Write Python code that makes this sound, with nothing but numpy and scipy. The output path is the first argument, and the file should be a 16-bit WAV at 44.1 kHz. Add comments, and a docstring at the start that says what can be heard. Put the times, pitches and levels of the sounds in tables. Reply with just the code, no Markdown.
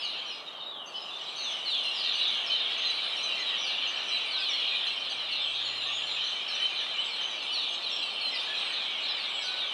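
"""A flock of blackbirds calls from the trees of a quiet neighbourhood. Each note is a gliding syrinx tone:
falling whistles, buzzes, peeps and chips stand out of a dense chorus of farther birds, which falls almost
silent once and then strikes up again. Every call echoes off trees and walls. Distant traffic murmurs
underneath as a bed of noise, and one far engine hums past."""
import sys
import numpy as np
from scipy import signal
from scipy.fft import rfft, irfft, next_fast_len
from scipy.io import wavfile
from scipy.ndimage import uniform_filter1d

SR = 44100
rng = np.random.default_rng(int(sys.argv[2]) if len(sys.argv) > 2 else 0)


def materialize(psi):
    """Save the field psi as 16-bit PCM at rate SR to the path in sys.argv[1].

    A 1-D psi becomes a single channel; in a 2-D psi each row is a channel.
    """
    bounded = np.clip(np.atleast_2d(psi).T, -1, 1)
    quanta = np.round(bounded * 32767).astype(np.int16)
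    wavfile.write(sys.argv[1], SR, quanta)


N = 429093


def gain_of(db):
    """Decibels to amplitude."""
    return 10 ** (np.asarray(db) / 20)


def unit_rms(x):
    """Scales to rms 1."""
    return x / np.sqrt(np.mean(x ** 2) + 1e-20)


def steadied(x):
    """Rides out the slow swells and keeps the flutter of single notes."""
    running_power = abs(uniform_filter1d(unit_rms(x) ** 2, size=6000))
    return x / np.sqrt(running_power + 1e-3) / np.std(x)


def fader(curve):
    """Gain at every sample from rows (time [s], level [dB])."""
    return gain_of(np.interp(np.arange(N) / SR, *np.transpose(curve)))


def equalised(x, curve):
    """Filters by an EQ curve of rows (frequency [Hz], gain [dB])."""
    hz, db = np.transpose(curve)
    size = next_fast_len(N)
    bin_db = np.interp(np.log(np.fft.rfftfreq(size, 1 / SR) + 1), np.log(hz), db)
    return irfft(rfft(x, size) * gain_of(bin_db), size)[:N]


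def add(mix, onset_s, sound):
    """Mixes a sound in at its onset, trimmed to fit."""
    start = round(onset_s * SR)
    sound = sound[max(-start, 0):]
    part = mix[max(start, 0):][:len(sound)]
    part += sound[:len(part)]


def wander(t, rate_hz):
    """Smooth random modulation of about unit size over one note."""
    return np.interp(t * rate_hz, np.arange(256), rng.standard_normal(256))


def syrinx(length_s, start_hz, end_hz, bend=0.788, trill_depth_hz=0, waver=0.0062, flutter_db=0.5,
           swell=0.029, overtones_db=(-40, -52)):
    """One bird note: a glide that swells in and levels out, with faint overtones and an optional trill."""
    t = np.arange(int(max(length_s, 0.01) * SR)) / SR
    bend = max(bend, 0.05)
    glide = (np.exp(-bend * t / t[-1]) - np.exp(-bend)) / (1 - np.exp(-bend))
    trill = np.sin(2 * np.pi * rng.uniform(35, 111.7) * t + 2 * wander(t, 91.1))
    trill *= 0.74 + 0.31 * wander(t, 50)
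    hz = end_hz + (start_hz - end_hz) * glide
    hz = hz * (1 + waver * wander(t, 255.6)) + trill_depth_hz * trill
    phase = 2 * np.pi * np.cumsum(hz) / SR
    tone = np.sin(phase)
    strain = np.minimum(hz / 4600, 1) ** 4  # overtones come with the tension of high notes
    for harmonic, db in enumerate(overtones_db, start=2):
        tone += gain_of(db) * strain * np.sin(harmonic * phase) * (harmonic * hz < SR / 2)
    pressure = (1 - np.exp(-t / t[-1] / swell)) * signal.windows.tukey(len(t), 0.2)
    return unit_rms(tone * pressure * gain_of(flutter_db * wander(t, 63.3)))


def perch_echo(slap_db, tail_db):
    """One perch's impulse response: slaps from ground and walls, and a diffuse tail from the trees."""
    # decay of the tail: (frequency [Hz], t60 [s])
    decay_times = [(1500, 0.18), (3000, 0.75), (5000, 0.4), (10000, 0.65)]
    noise = rng.standard_normal(SR // 2) * (np.arange(SR // 2) > 300)  # 7 ms of pre-delay
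    hz, t, spectrum = signal.stft(noise, SR, nperseg=256)
    t60 = np.interp(hz, *np.transpose(decay_times))[:, None]
    tail = signal.istft(spectrum * gain_of(-60 * t / t60), SR, nperseg=256)[1]
    slaps = np.zeros(len(tail))
    slaps[rng.integers(60, 1600, size=8)] = rng.choice([-1, 1], size=8) / np.sqrt(8)
    return gain_of(tail_db) * tail / np.linalg.norm(tail) + gain_of(slap_db) * slaps


def outdoors(x, direct_db, slap_db, tail_db):
    """Direct sound plus echoes; the send crossfades round three perches, four steps a second."""
    turn = np.arange(N) / SR * 4
    out = gain_of(direct_db) * x
    for perch in range(3):
        send = np.sin(np.pi / 2 * np.minimum((turn + perch) % 3, 2))
        out += signal.oaconvolve(x * send, perch_echo(slap_db, tail_db))[:N]
    return out


def traffic():
    """A far murmur of tyres that swells a little."""
    # slow swells: (time [s], level [dB])
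    swells = [(0.0, -49), (3.4, -46), (5.4, -48.5), (8.4, -46.5), (9.73, -47)]
    # spectrum of distant traffic and air: (frequency [Hz], gain [dB])
    murmur_eq = [(25, -49.5), (70, -30), (110, -17), (170, -8.5), (320, -3), (450, -1.5), (650, 3.5),
                 (880, 3), (990, 0.5), (1180, 5), (1450, -4.5), (2000, -9), (5000, -29), (15500, -39.5)]
    return fader(swells) * unit_rms(equalised(rng.standard_normal(N), murmur_eq))


def far_calls():
    """Loud falling calls from far trees, frayed in pitch and heard as surges of echo."""
    # one call a row: (time [s], start pitch [Hz], level [dB])
    cues = [(-.05, 3700, -46), (1.88, 3370, -39), (2.02, 4010, -31.5), (2.2, 4104, -32), (2.31, 3350, -32),
            (2.5, 4120, -32.5), (2.62, 3500, -32.5), (2.77, 3500, -32.5), (3.02, 3800, -50),
            (3.13, 3180, -52), (3.439, 3240, -32.5), (3.629, 3770, -39), (3.77, 3400, -30),
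            (4.08, 3097, -32), (4.55, 3370, -30.5), (4.66, 3935, -34), (4.78, 3700, -34), (5.05, 3730, -43),
            (5.25, 3040, -35), (5.39, 3720, -36), (5.53, 3800, -33.5), (5.8, 3800, -33),
            (5.91, 3600, -34.5), (6.2, 4150, -34.5), (6.3, 3730, -43), (6.741, 3990, -33.5),
            (6.98, 3800, -37.5), (7.13, 3506, -38), (7.41, 3790, -40), (7.641, 3370, -34),
            (7.92, 3640, -34.5), (8.14, 3290, -37.5), (8.53, 4060, -36), (8.631, 3200, -50),
            (8.84, 3450, -37), (9.02, 4020, -32.5), (9.13, 3120, -47)]
    # colour after the way through the trees: (frequency [Hz], gain [dB])
    trees_eq = [(500, -38), (2100, -8), (2800, -2), (4200, 2), (5000, -2.5), (8000, -14)]
    calls = np.zeros(N)
    for onset_s, hz, db in cues:
        call = syrinx(0.11, hz, hz * 0.89, waver=0.0752, flutter_db=1.5, swell=0.054)
        add(calls, onset_s, gain_of(db) * call)
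    return equalised(outdoors(calls, direct_db=-8.5, slap_db=-6, tail_db=-7), trees_eq)


def crowd(count, low_hz, high_hz, fall, length_s, trill_depth_hz, spread_db, hiss_db):
    """Many birds at random moments, pitches and distances; a note loses about `fall` of its pitch."""
    calls = np.zeros(N)
    for slot, (when, pitch, drop, span, bend, buzz, nearness) in enumerate(rng.random((count, 7))):
        onset_s = (slot + 2 * when) / count * (N / SR + length_s) - length_s
        start_hz = low_hz * (high_hz / low_hz) ** pitch
        end_hz = start_hz * (1 - fall * (0.5 + drop))
        call = syrinx(length_s * (0.5 + span), start_hz, end_hz, 2 * bend + 0.5, trill_depth_hz * buzz ** 2)
        add(calls, onset_s, gain_of(spread_db * nearness ** 2) * call)
    # the farthest birds merge into a hiss over the same range of pitch
    floor_hz = low_hz * (1 - fall)
    hiss_eq = [(floor_hz / 10, -70), (floor_hz / 2, -30), (floor_hz, 0), (high_hz, -3), (2 * high_hz, -30)]
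    hiss = equalised(rng.standard_normal(N), hiss_eq)
    echoing = outdoors(calls, direct_db=0, slap_db=-3, tail_db=-0.5)
    return unit_rms(echoing) + gain_of(hiss_db) * unit_rms(hiss)


def flock_chorus():
    """The flock's middle voices: a wash of whistles and peeps with one early lull."""
    # how loudly the flock sings: (time [s], level [dB])
    swells = [(0.0, -34.5), (0.33, -40), (0.45, -47), (0.65, -44), (0.85, -64), (0.95, -45), (1.3, -40.5),
              (1.62, -38.5), (2.2, -32.5), (2.45, -36), (3.0, -34.5), (4.3, -35.5), (4.7, -33),
              (5.05, -35.5), (7.8, -37), (8.7, -35), (9.73, -37.5)]
    # colour after the way through the trees: (frequency [Hz], gain [dB])
    trees_eq = [(1900, -40), (2400, -21.5), (2700, 4), (3050, 3), (3500, -4), (4150, 0.5), (4480, -9.5),
                (5000, -9), (6200, -32.5), (7000, -31), (9000, -27.5), (15000, -49)]
    whistling = crowd(240, 3804, 5033, fall=0.3, length_s=0.14, trill_depth_hz=58,
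                      spread_db=0.5, hiss_db=-5.5)
    peeping = crowd(300, 2950, 4300, fall=0.05, length_s=0.04, trill_depth_hz=80,
                    spread_db=10, hiss_db=-10)
    chorus = equalised(whistling + gain_of(-3) * peeping, trees_eq)
    return gain_of(1) * fader(swells) * steadied(chorus)


def flock_twitter():
    """The flock's high voices: twitter and sharp ticks that stop in the lull and strike up all at once."""
    # how loudly the flock twitters: (time [s], level [dB])
    swells = [(0.0, -71), (0.55, -81), (0.82, -98), (0.88, -76), (1.5, -69), (2.2, -67.5), (4.6, -69),
              (5.5, -70), (7.2, -69), (8.7, -69.5), (9.73, -71)]
    # colour of the twitter: (frequency [Hz], gain [dB])
    twitter_eq = [(3000, -35.5), (4600, 4), (5400, -8), (6200, -6.5), (6900, -9), (7700, -7), (8300, -8.5),
                  (9000, -6), (10000, -13.5), (11000, -20), (15000, -34)]
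    twitter = crowd(900, 4814, 10360, fall=0.076, length_s=0.025, trill_depth_hz=400,
                    spread_db=13.5, hiss_db=-0.5)
    ticks = crowd(380, 5200, 6600, fall=0.1, length_s=0.012, trill_depth_hz=300,
                  spread_db=11, hiss_db=-20)
    twitter = steadied(equalised(twitter, twitter_eq))
    return fader(swells) * (gain_of(11) * twitter + gain_of(10.5) * ticks)


def flock_clucks():
    """The flock's low voices: short clucks half sunk in their own hiss."""
    # how loudly the flock clucks: (time [s], level [dB])
    swells = [(0.0, -47.5), (0.32, -46.5), (0.73, -65.5), (1.45, -45.5), (1.95, -47), (2.1, -41),
              (3.6, -40.5), (4.72, -39), (4.95, -42.5), (6.2, -43.5), (6.6, -39.5), (8.05, -45),
              (8.6, -38.5), (9.73, -42)]
    # colour of the clucks: (frequency [Hz], gain [dB])
    cluck_eq = [(1300, 0), (1650, -9), (2100, -9.5), (2380, 4), (2700, -1.5), (3300, -30)]
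    clucks = crowd(300, 1747, 2702, fall=0.0716, length_s=0.035, trill_depth_hz=111,
                   spread_db=3.5, hiss_db=1)
    return gain_of(-2) * fader(swells) * steadied(equalised(clucks, cluck_eq))


def whistles():
    """Birds slur down from about 5 to 3 kHz; the farther the bird, the more it frays and blurs into echo."""
    # one whistle a row: (time [s], length [s], start pitch [Hz], level [dB], distance [0 near .. 1 far])
    cues = [(-0.01, 0.11, 5520, -47, 0.46), (0.298, 0.047, 5730, -50, .5), (0.691, 0.2, 3870, -41.5, 0.54),
            (1.368, 0.21, 4860, -37.5, 0.25), (1.64, 0.26, 4740, -33, 0.12), (1.684, .24, 4990, -40.5, .25),
            (1.92, 0.17, 6060, -42, 0.73), (2.13, 0.17, 4786, -36, 0.81), (2.451, 0.34, 5450, -40, .7),
            (2.94, 0.17, 4820, -41, .6), (3.52, 0.25, 4380, -41, .3), (3.618, 0.16, 5390, -41, 0.75),
            (4.296, 0.16, 4870, -37.5, .1), (4.401, .25, 4970, -39, 0.14), (4.484, .04, 6280, -44, .2),
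            (5.302, 0.16, 4674, -39, 0.53), (5.645, 0.053, 4550, -43, 0.25),
            (6.063, .19, 4437, -37.5, 0.72), (6.47, 0.24, 4730, -40, 0.45), (7.52, 0.14, 4850, -37.5, 0.21),
            (7.587, 0.11, 4700, -44, 0.71), (7.809, 0.26, 4740, -40.5, 0.17),
            (8.308, 0.063, 5720, -42.5, 0.6), (8.711, .12, 4620, -41.5, .2), (9.145, 0.2, 5400, -42.5, .6),
            (9.393, 0.14, 5760, -45, .6), (9.552, 0.2, 4420, -36, 0.46)]
    rest_hz, slide_s = 2265, 0.147  # every whistle slides towards one low pitch, quickly at first
    near, far = np.zeros((2, N))
    for onset_s, length_s, start_hz, db, distance in cues:
        bend = length_s / slide_s
        end_hz = rest_hz + (start_hz - rest_hz) * np.exp(-bend)
        fray = 0.0065 + 0.03 * distance ** 2
        call = gain_of(db) * syrinx(length_s, start_hz, end_hz, bend, waver=fray, flutter_db=2.5,
                                    swell=0.18, overtones_db=(-27.5, -32))
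        add(near, onset_s, np.sqrt(1 - distance) * call)
        add(far, onset_s, np.sqrt(distance) * call)
    clear = outdoors(near, direct_db=1.5, slap_db=-6, tail_db=-5)
    washed = outdoors(far, direct_db=-12, slap_db=-7, tail_db=2.5)
    leaves_eq = [(5500, -2.5), (9000, -1), (14000, -13)]  # leaves and air dull the far overtones
    # the throat radiates well around 4 kHz; a peak near 9 kHz lifts the overtones
    throat_eq = [(2800, -7), (3400, -2), (4200, 3.5), (4700, 1), (6000, -1.5), (7700, -17.5),
                 (9100, 10), (10500, -16), (14000, -11)]
    return equalised(clear + equalised(washed, leaves_eq), throat_eq)


def buzzes():
    """Thin high notes, roughened by a fast trill and a deep flutter."""
    # one buzz a row: (time [s], length [s], start pitch [Hz], end pitch [Hz], level [dB])
    cues = [(0.046, 0.026, 6450, 6070, -53), (.25, .07, 6000, 5500, -56), (.948, 0.098, 4960, 5210, -48.5),
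            (1.349, 0.19, 6100, 6290, -49), (2.127, 0.079, 6140, 5980, -52),
            (2.772, 0.077, 6120, 6440, -54.5), (3.225, 0.053, 6090, 6000, -47),
            (3.575, 0.11, 5700, 5920, -47.5), (3.954, 0.16, 5670, 5920, -53.5),
            (5.41, 0.13, 7660, 7950, -61.5), (5.596, .26, 6690, 7320, -58.5),
            (5.86, .14, 6230, 7000, -52.5), (6.007, 0.18, 7080, 7260, -58.5), (6.23, 0.08, 5850, 6220, -52),
            (6.478, 0.045, 5300, 5050, -45), (6.511, 0.053, 6090, 5870, -48.5),
            (6.983, .23, 7700, 7870, -60.5), (7.197, 0.21, 6270, 5850, -54.5),
            (7.52, 0.064, 5700, 5600, -51.5), (7.683, .075, 6300, 6340, -54), (7.874, .25, 7500, 7900, -61),
            (8.58, 0.14, 8250, 8350, -59.5), (9.282, 0.15, 7700, 7770, -55), (9.422, 0.06, 5730, 6100, -49)]
    calls = np.zeros(N)
    for onset_s, length_s, start_hz, end_hz, db in cues:
        call = syrinx(length_s, start_hz, end_hz, bend=0.1, trill_depth_hz=200, waver=0.014, flutter_db=5)
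        add(calls, onset_s, gain_of(db) * call)
    return calls


def peeps():
    """Clean held notes that lift slightly in pitch."""
    # one peep a row: (time [s], length [s], start pitch [Hz], level [dB])
    cues = [(0.467, 0.026, 3680, -44), (0.659, 0.046, 3750, -40), (.858, .033, 6120, -55.5),
            (0.938, 0.064, 2970, -41.5), (1.107, 0.074, 3490, -43.5), (1.261, 0.036, 3850, -43.5),
            (2.494, 0.065, 3024, -33.5), (3.163, 0.029, 5500, -50.5), (3.307, 0.073, 3050, -39.5),
            (3.46, 0.042, 3790, -35.5), (3.87, 0.036, 6080, -51), (4.3, 0.14, 1505, -52),
            (4.383, .04, 4850, -46), (4.531, 0.029, 4220, -37.5), (4.86, 0.038, 6250, -65),
            (4.868, 0.013, 4060, -34), (5.093, 0.032, 4520, -49), (5.415, .18, 3230, -43.5),
            (5.85, 0.073, 1138, -49.5), (5.858, 0.046, 1790, -52), (6.187, .044, 3070, -36.5),
            (6.595, 0.073, 3006, -32.5), (6.875, 0.049, 3116, -39.5), (6.976, 0.058, 2980, -34.5),
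            (7.489, 0.055, 2940, -37), (7.91, 0.066, 5400, -48.5), (8.472, .062, 1680, -46.5),
            (9.42, 0.254, 1475, -52.5)]
    calls = np.zeros(N)
    for onset_s, length_s, hz, db in cues:
        call = syrinx(length_s, hz, hz * 1.0264, waver=0.0079, swell=0.06, overtones_db=(-31, -40.5))
        add(calls, onset_s, gain_of(db) * call)
    return calls


def chips():
    """Clipped notes with a quick attack and a small drop in pitch."""
    # one chip a row: (time [s], length [s], start pitch [Hz], level [dB])
    cues = [(0.601, .04, 3830, -44.5), (.867, .04, 4760, -57), (1.21, 0.026, 1950, -56),
            (2.205, 0.084, 4000, -36.5), (2.461, .028, 5540, -46.5), (2.847, 0.072, 4200, -35.5),
            (2.863, .045, 6520, -56), (3.212, .12, 4134, -40), (3.369, 0.063, 2110, -46.5),
            (3.395, .02, 6580, -53.5), (4.116, 0.07, 4146, -36), (4.715, 0.041, 2550, -39),
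            (6.16, 0.032, 2647, -41.5), (7.18, 0.069, 3180, -37.5), (8.021, 0.022, 4200, -39.5),
            (8.207, .1, 4350, -39), (8.322, 0.043, 2120, -45), (8.367, 0.048, 3780, -38),
            (9.08, .057, 5300, -53), (9.171, 0.021, 2380, -43), (9.358, 0.039, 3450, -37.5),
            (9.464, 0.09, 4090, -43)]
    calls = np.zeros(N)
    for onset_s, length_s, hz, db in cues:
        call = syrinx(length_s, hz, hz * 0.93, waver=0.0094, flutter_db=2.5, overtones_db=(-30, -40.5))
        add(calls, onset_s, gain_of(db) * call)
    return calls


def far_engine():
    """One engine hums past at its firing rate, slowly gaining speed."""
    # the pass-by: (time [s], firing rate [Hz], level [dB])
    pass_by = [(4.6, 108, -88), (5.0, 115.8, -74.5), (5.4, 114, -70.5), (5.8, 114, -64), (6.1, 116, -69),
               (6.4, 119, -76), (6.7, 118, -104)]
    times, rates, levels = np.transpose(pass_by)
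    t = np.arange(N) / SR
    phase = 2 * np.pi * np.cumsum(np.interp(t, times, rates)) / SR
    return gain_of(np.interp(t, times, levels)) * unit_rms(np.sin(phase))


def scene():
    """Mono mix of the near birds, the flock behind them and the town."""
    town = traffic() + far_engine()
    near_birds = whistles()
    short_calls = gain_of(1.5) * (peeps() + chips()) + gain_of(-2) * buzzes()
    near_birds += outdoors(short_calls, direct_db=0.5, slap_db=-6, tail_db=-4.5)
    far_birds = far_calls() + flock_chorus() + flock_twitter() + flock_clucks()
    return (town + near_birds + far_birds)[None]


def record(dry):
    """A steep low-pass trims the very top of the mix."""
    cutoff_hz = 15730
    lowpass = signal.firwin(801, cutoff_hz, window=("kaiser", 9), fs=SR)
    return signal.oaconvolve(dry, lowpass[None], "same")


dry = scene()
out = record(dry)
materialize(out)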